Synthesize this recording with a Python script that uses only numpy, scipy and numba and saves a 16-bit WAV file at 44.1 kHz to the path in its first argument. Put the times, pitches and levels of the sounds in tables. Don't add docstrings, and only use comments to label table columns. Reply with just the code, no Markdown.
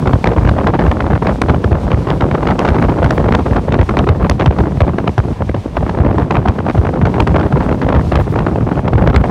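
import sys
import numpy as np
from scipy import signal
from scipy.fft import rfft, irfft
from scipy.io import wavfile
from scipy.ndimage import uniform_filter1d, minimum_filter1d
from numba import njit

SR = 44100
rng = np.random.default_rng(int(sys.argv[2]) if len(sys.argv) > 2 else 0)


def master(y):
    cut = np.clip(np.atleast_2d(y).T, -1, 1)
    pcm = np.round(cut * 32767)
    wavfile.write(sys.argv[1], SR, pcm.astype(np.int16))


N = 410130
TIME = np.arange(N) / SR

# f/Hz, relative level per Hz/dB
ROLLING_SPECTRUM = [(25, -21), (65, 2.5), (250, -15.5), (450, -4), (1000, -8), (1400, -18.5), (2400, -24.5),
                    (8000, -56.5)]
# f/Hz, relative level per Hz/dB
HISS_SPECTRUM = [(3200, 1.5), (6000, -5.5), (7400, -9.5), (8700, -10), (12000, -20), (16000, -29)]
# t/s, hiss level before HISS_DB is added/dB
RUSH_LEVELS = [(0.0, -54.5), (0.6, -57), (2.3, -57), (3.15, -55.5), (3.6, -57), (5.2, -59.5), (6.3, -60.5),
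               (7.5, -57.5), (8.3, -58), (8.55, -60.5), (9.3, -59.5)]
# t/s, noise rms at the top of the swell/dB
AIRY_SWISHES = [(0.12, -58), (3.15, -50), (7.47, -59), (7.755, -58), (8.21, -49), (8.32, -52)]
ROLLING_DB, HISS_DB = -33.5, 13

# t/s, air speed/multiple of the usual
SLIPSTREAM_SPEED = [(0.0, 0.95), (0.6, 1.02), (2.0, 0.88), (2.5, 1.0), (3.4, 0.9), (4.6, 0.78), (5.2, 0.56),
                    (5.65, 0.4), (5.85, 0.78), (6.8, 0.72), (7.5, 1.05), (8.1, 0.76), (8.8, 0.82),
                    (9.0, 1.05)]
# t of the middle/s, length/s
WIND_LULLS = [(0.2, 0.1), (1.191, 0.046), (1.374, 0.1), (2.058, 0.062), (3.435, 0.037), (3.624, 0.065),
              (3.867, 0.081), (5.14, 0.068), (5.351, 0.06), (5.625, 0.11), (5.719, 0.056), (6.282, 0.031),
              (6.535, 0.042), (6.73, 0.038), (7.491, 0.038), (7.766, 0.025), (8.24, 0.036), (8.82, 0.047)]
LULL_SHARE = 0.5

# t/s, peak air speed/multiple of the usual
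STRONG_EDDIES = [(0.074, 2.02), (0.134, 1.87), (0.244, 2.6), (0.258, 1.7), (0.273, 2.81), (0.366, 1.6),
                 (0.451, 1.77), (0.475, 1.7), (0.493, 2.6), (0.566, 1.7), (0.588, 1.7), (0.672, 2.67),
                 (0.746, 1.33), (0.793, 2.7), (0.916, 1.95), (1.005, 1.87), (1.065, 1.75), (1.109, 1.5),
                 (1.161, 1.46), (1.225, 1.42), (1.271, 2.38), (1.294, 1.52), (1.418, 3.12), (1.486, 2.3),
                 (1.497, 2.0), (1.643, 1.9), (1.716, 1.55), (1.728, 1.74), (1.906, 1.6), (1.918, 2.14),
                 (1.932, 1.8), (2.073, 1.67), (2.104, 2.73), (2.21, 1.8), (2.223, 1.55), (2.314, 1.59),
                 (2.349, 1.65), (2.43, 1.48), (2.472, 2.43), (2.488, 2.02), (2.51, 2.19), (2.592, 2.78),
                 (2.652, 2.9), (2.679, 2.18), (2.689, 3.05), (2.746, 1.76), (2.786, 1.79), (2.825, 2.6),
                 (2.886, 1.8), (2.986, 1.63), (3.03, 1.84), (3.045, 3.52), (3.108, 3.37), (3.181, 2.14),
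                 (3.2, 1.89), (3.243, 1.6), (3.324, 2.12), (3.351, 3.81), (3.392, 1.57), (3.565, 2.01),
                 (3.724, 2.8), (3.744, 2.1), (3.79, 1.66), (3.814, 2.05), (3.892, 2.15), (3.971, 2.48),
                 (3.991, 3.72), (4.075, 1.5), (4.091, 2.85), (4.298, 3.37), (4.398, 2.56), (4.422, 2.04),
                 (4.462, 2.75), (4.51, 1.64), (4.588, 2.1), (4.807, 3.5), (4.881, 1.55), (4.985, 1.85),
                 (5.078, 2.31), (5.181, 3.23), (5.41, 0.95), (5.496, 1.75), (5.546, 1.45), (5.659, 0.85),
                 (5.77, 1.69), (5.866, 1.5), (5.896, 2.0), (5.975, 1.47), (6.004, 1.55), (6.049, 1.6),
                 (6.081, 1.35), (6.112, 1.36), (6.184, 2.14), (6.31, 2.65), (6.346, 1.9), (6.355, 2.19),
                 (6.369, 1.8), (6.46, 1.58), (6.485, 2.8), (6.59, 1.3), (6.686, 1.67), (6.7, 2.5),
                 (6.75, 1.25), (6.782, 1.33), (6.851, 1.83), (6.87, 1.7), (6.939, 1.39), (7.016, 1.75),
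                 (7.055, 2.4), (7.141, 1.83), (7.204, 3.43), (7.275, 2.74), (7.345, 1.59), (7.363, 2.15),
                 (7.398, 2.52), (7.526, 1.4), (7.69, 1.51), (7.714, 1.7), (7.818, 2.25), (7.89, 2.4),
                 (7.903, 1.8), (7.927, 1.9), (7.949, 1.9), (7.965, 1.97), (8.121, 2.47), (8.157, 3.15),
                 (8.2, 1.6), (8.36, 1.88), (8.392, 1.83), (8.469, 1.7), (8.609, 1.44), (8.676, 1.48),
                 (8.881, 2.15), (8.936, 2.05), (8.982, 1.5), (9.076, 2.3), (9.1, 1.7), (9.146, 2.13),
                 (9.163, 3.5), (9.183, 1.8), (9.241, 1.9)]
SLACK_SHARE, SLACK_LEAD_S, SLACK_S = 0.24, 0.018, 0.012
WAKE_SHARE, WAKE_S = 0.14, 0.022
STRAYS_PER_S, STRAY_SPEED = 11, 1.3
EDDY_S, EDDY_OCTAVES, EDDY_HASTE = 0.0078, 0.3, 0.44

# f/Hz, relative level per Hz/dB
BUFFETING_SPECTRUM = [(25, -41), (38, -8), (55, -3.5), (110, -9.5), (190, -14.5), (1500, -78.5)]
# t/s, level before the level_db of thumps() is added/dB
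LARGE_EDDIES = [(0.382, -3), (0.513, -4), (0.89, -2.5), (1.142, 0.5), (1.436, -4.5), (1.658, -3),
                (1.724, 1.5), (1.944, 0), (2.235, -4), (3.063, 0.5), (3.518, -0.5), (3.7, -7), (3.802, 6),
                (4.104, 4), (4.315, -1.5), (4.487, 8), (4.826, 6), (5.195, 3.5), (6.386, -4), (6.601, -9),
                (6.793, 5.5), (7.038, 2.5), (7.329, -3), (7.544, 0), (8.169, -3), (8.309, -4), (8.635, -3),
                (8.956, 2.5)]
# t/s, noise rms at the top/dB
EDGE_SNAPS = [(1.418, -14.5), (2.593, -20), (3.046, -29), (3.109, -27), (4.298, -9), (4.807, -27),
              (5.183, -23.5), (7.204, -31), (7.274, -30), (8.157, -26), (9.162, -27)]
TURBULENCE_CORNERS = [250, 950, 1400, 2200]
TURBULENCE_DB, BUFFETING_DB = 7, -15
CUTOFF_HZ = 15900


def from_db(db):
    return 10 ** (np.asarray(db) / 20)


def rms_one(x):
    return x / np.sqrt(np.mean(x ** 2) + 1e-20)


def in_time(rows):
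    s, *columns = np.transpose(rows)
    return [np.interp(TIME, s, column) for column in columns]


def around(start_s, end_s):
    return slice(*np.searchsorted(TIME, [start_s, end_s]))


def lagged(x, seconds):
    r = np.exp(-1 / (seconds * SR))
    return signal.lfilter([1 - r], [1, -r], x, zi=[r * x[0]])[0]


def drift(rate):
    r = np.exp(-2 * np.pi * rate * 20 / SR)
    noise = rng.standard_normal((N + SR) // 20)
    slow = signal.lfilter([1], [1, -2 * r, r * r], noise)[SR // 20:]
    return np.interp(np.arange(N) / 20, np.arange(len(slow)), rms_one(slow))


def grain(octaves, rate=270.0):
    return 2 ** (octaves * 2 * np.tanh(drift(rate) / 2))


def coloured_noise(spectrum):
    knots, db = np.transpose(spectrum)
    hz = np.maximum(np.arange(N // 2 + 1) * SR / N, 1)
    gain = from_db(np.interp(np.log(hz), np.log(knots), db))
    return rms_one(irfft(rfft(rng.standard_normal(N)) * gain, N))


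@njit
def moving_low_pass(x, corner_hz):
    out, state = np.empty(len(x)), 0.
    for i in range(len(x)):
        w = np.pi * corner_hz[i] / SR
        step = (x[i] - state) * w / (1 + w)
        out[i] = state + step
        state = out[i] + step
    return out


def train(sway_db=3.0, hiss_flicker_db=1.53):
    rolling = from_db(ROLLING_DB + sway_db * drift(29)) * coloured_noise(ROLLING_SPECTRUM)
    hiss_db = in_time(RUSH_LEVELS)[0] + HISS_DB + hiss_flicker_db * drift(7.5)
    hiss = from_db(hiss_db) * coloured_noise(HISS_SPECTRUM)
    return rolling + hiss


def swishes(swell_s=0.025):
    swell = sum(from_db(db) * np.exp(-((TIME - s) / swell_s) ** 2) for s, db in AIRY_SWISHES)
    return swell * rng.standard_normal(N)


def flow():
    slack = sum(np.exp(-(2 * (TIME - s) / length) ** 4) for s, length in WIND_LULLS)
    return in_time(SLIPSTREAM_SPEED)[0] * np.maximum(1 - LULL_SHARE * slack, .1)


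def gusts(surge_octaves=0.19, surge_hz=7.0):
    speed = flow() * grain(surge_octaves, surge_hz)
    for s, _ in STRONG_EDDIES:
        near = around(s - .2, s + .2)
        age = TIME[near] - s
        slack = np.exp(-((age + SLACK_LEAD_S) / SLACK_S) ** 2)
        wake = (age > 0) * np.exp(-np.abs(age) / WAKE_S)
        speed[near] *= 1 - SLACK_SHARE * slack + WAKE_SHARE * wake
    return speed


def stray_eddies(speed_octaves=0.28, count=400):
    when, chance, size = rng.random((count, 3)).T
    s = when * N / SR
    stream = np.interp(s, TIME, flow())
    peak = STRAY_SPEED * stream * 2 ** (speed_octaves * (2 * size - 1))
    kept = chance < STRAYS_PER_S * stream * N / SR / count
    return np.column_stack([s, peak])[kept].tolist()


def air_speed(eddies, flutter_per_s=85.0, flutter_size=1.15, flutter_s=0.0018, rise_s=0.00045,
              between=0.66, flutter_top=1.25, eddy_rough=0.25, front_share=0.85):
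    born = (rng.random(N) < flutter_per_s / SR) * rng.random(N)
    flutter = lagged(lagged(born * flutter_s * SR, flutter_s), rise_s)
    speed = gusts() * (between + flutter_size * np.tanh(2 * flutter))
    speed = np.minimum(speed * grain(0.22), flutter_top)
    ragged = grain(eddy_rough, 600)
    lengths = EDDY_S * 2 ** (EDDY_OCTAVES * rng.uniform(-1.1, 1, len(eddies)))
    for (s, peak), usual in zip(eddies, lengths):
        length = usual / peak ** EDDY_HASTE
        near = around(s - 2 * length, s + 10 * length)
        age = 2 * (TIME[near] - s) / length
        front = .5 ** ((age / front_share) ** 2)
        tail = 1 / (1 + age ** 4)
        passing = np.where(age < 0, front, tail)
        speed[near] += passing * np.maximum(peak * ragged[near] - speed[near], 0)
    return speed


def sputter(eddies, speed_share=1.3, follows=0.6, early_s=0.004, late_s=0.022, flick_s=0.0009, count=4):
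    speed = np.zeros(N)
    for (s, peak), splinters in zip(eddies, rng.random((len(eddies), count, 2))):
        for place, size in splinters:
            at = s - early_s + place * (early_s + late_s)
            near = around(at - 2 * flick_s, at + 2 * flick_s)
            top = speed_share * peak ** follows * (1 + size) / 2
            flick = top * np.exp(-((TIME[near] - at) / flick_s) ** 2 / 2)
            speed[near] = np.maximum(speed[near], flick)
    return speed


def buffeting(speed, speed_db=7.5, lag_s=0.0068, even_s=0.2, swell_db=4.5, swell_hz=20.6):
    swirl = coloured_noise(BUFFETING_SPECTRUM)
    swirl = swirl / np.sqrt(uniform_filter1d(swirl ** 2, int(even_s * SR)) + 1e-9)
    follow_db = speed_db * np.log2(lagged(speed, lag_s))
    return from_db(BUFFETING_DB + follow_db + swell_db * drift(swell_hz)) * swirl


def thumps(level_db=-1.0, swing_hz=99.8, spread_octaves=0.247, slowing_s=0.0147, rise_s=.01, fall_s=0.0098):
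    out = np.zeros(N)
    draws = rng.uniform(-1.054, 1, (len(LARGE_EDDIES), 2))
    for (s, db), (size, turn) in zip(LARGE_EDDIES, draws):
        near = around(s - 3 * rise_s, s + 3 * fall_s)
        age = TIME[near] - s
        hz = swing_hz * 2 ** (2 * spread_octaves * size - np.tanh(age / slowing_s))
        swell = np.exp(-(age / np.where(age < 0, rise_s, fall_s)) ** 2)
        swing = np.sin(2 * np.pi * np.cumsum(hz) / SR + np.pi * turn)
        out[near] += from_db(db + level_db) * swell * swing
    return out


def kicks(eddies, level_db=-15.5, speed_db=2.0, swings=1.524, first_s=0.00121, fade_s=0.034,
          stumble_octaves=0.47):
    out, uneven = np.zeros(N), grain(stumble_octaves, 200)
    draws = rng.uniform(-1.124, 1, (len(eddies), 2))
    for (s, peak), (pace, turn) in zip(eddies, draws):
        near = around(s - first_s, s + 4 * fade_s)
        age = TIME[near] - s + first_s
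        hz = swings * 2 ** (pace / 2) * uneven[near] / (age + first_s)
        swell = np.tanh((age / first_s) ** 2) * np.exp(-age / fade_s)
        gain = from_db(level_db + speed_db * np.log2(peak))
        out[near] += gain * swell * np.sin(2 * np.pi * np.cumsum(hz) / SR + np.pi * turn)
    return out


def snaps(length_s=0.00039, low_hz=3560.0, high_hz=7700.0):
    burst = np.zeros(N)
    for s, db in EDGE_SNAPS:
        near = around(s - length_s, s + length_s)
        burst[near] += from_db(db) * np.cos(np.pi * (TIME[near] - s) / (2 * length_s)) ** 2
    band = signal.butter(2, [low_hz, high_hz], "band", fs=SR, output="sos")
    return burst * rms_one(signal.sosfilt(band, rng.standard_normal(N)))


def turbulence(speed, speed_db=0.56, wander_octaves=0.53, wander_hz=59.7, port_hz=80.4,
               flicks_per_s=3200.0, smooth_share=0.3, hollow_hz=42.0):
    chance = np.clip(flicks_per_s * speed / SR, 1e-4, 1)
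    flicks = (rng.random(N) < chance) * rng.choice([-1, 1], N) / np.sqrt(chance)
    pressure = rms_one(flicks + smooth_share * rng.standard_normal(N))
    pressure = pressure * from_db(TURBULENCE_DB + speed_db * np.log2(speed))
    wander = wander_octaves / np.maximum(speed, 1)
    for corner_hz in TURBULENCE_CORNERS:
        pressure = moving_low_pass(pressure, corner_hz * speed * grain(wander, wander_hz))
    pressure = pressure - moving_low_pass(pressure, hollow_hz * speed ** 2)
    return signal.sosfilt(signal.butter(2, port_hz, "high", fs=SR, output="sos"), pressure)


def recess(x, ring_hz=986.0, width_hz=1020.0, ring_db=-10.5):
    b, a = signal.iirpeak(ring_hz, ring_hz / width_hz, fs=SR)
    return x + from_db(ring_db) * signal.lfilter(b, a, x)


def scene():
    eddies = list(STRONG_EDDIES) + stray_eddies()
    speed = air_speed(eddies)
    background = train() + swishes()
    bass = buffeting(speed) + thumps() + kicks(eddies)
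    crackle = recess(turbulence(np.maximum(speed, sputter(eddies))))
    return (background + bass + snaps() + crackle)[None]


def limiter(x, ceiling=1.0, release_db_per_s=144.0, ahead_s=0.00024):
    over_db = np.maximum(20 * np.log10(np.abs(x) / ceiling + 1e-9), 0)
    release_db = release_db_per_s * TIME
    held_db = np.maximum.accumulate(over_db + release_db) - release_db
    size = 2 * int(ahead_s * SR) + 1
    return x * from_db(uniform_filter1d(minimum_filter1d(-held_db, size), size))


def record(dry, low_cut_hz=50.4):
    low_cut = signal.butter(4, low_cut_hz, "high", fs=SR, output="sos")
    top_cut = signal.ellip(10, .1, 80, CUTOFF_HZ, fs=SR, output="sos")
    limited = limiter(signal.sosfilt(low_cut, dry[0]))
    return signal.sosfilt(top_cut, limited)[None]


dry = scene()
out = record(dry)
master(out)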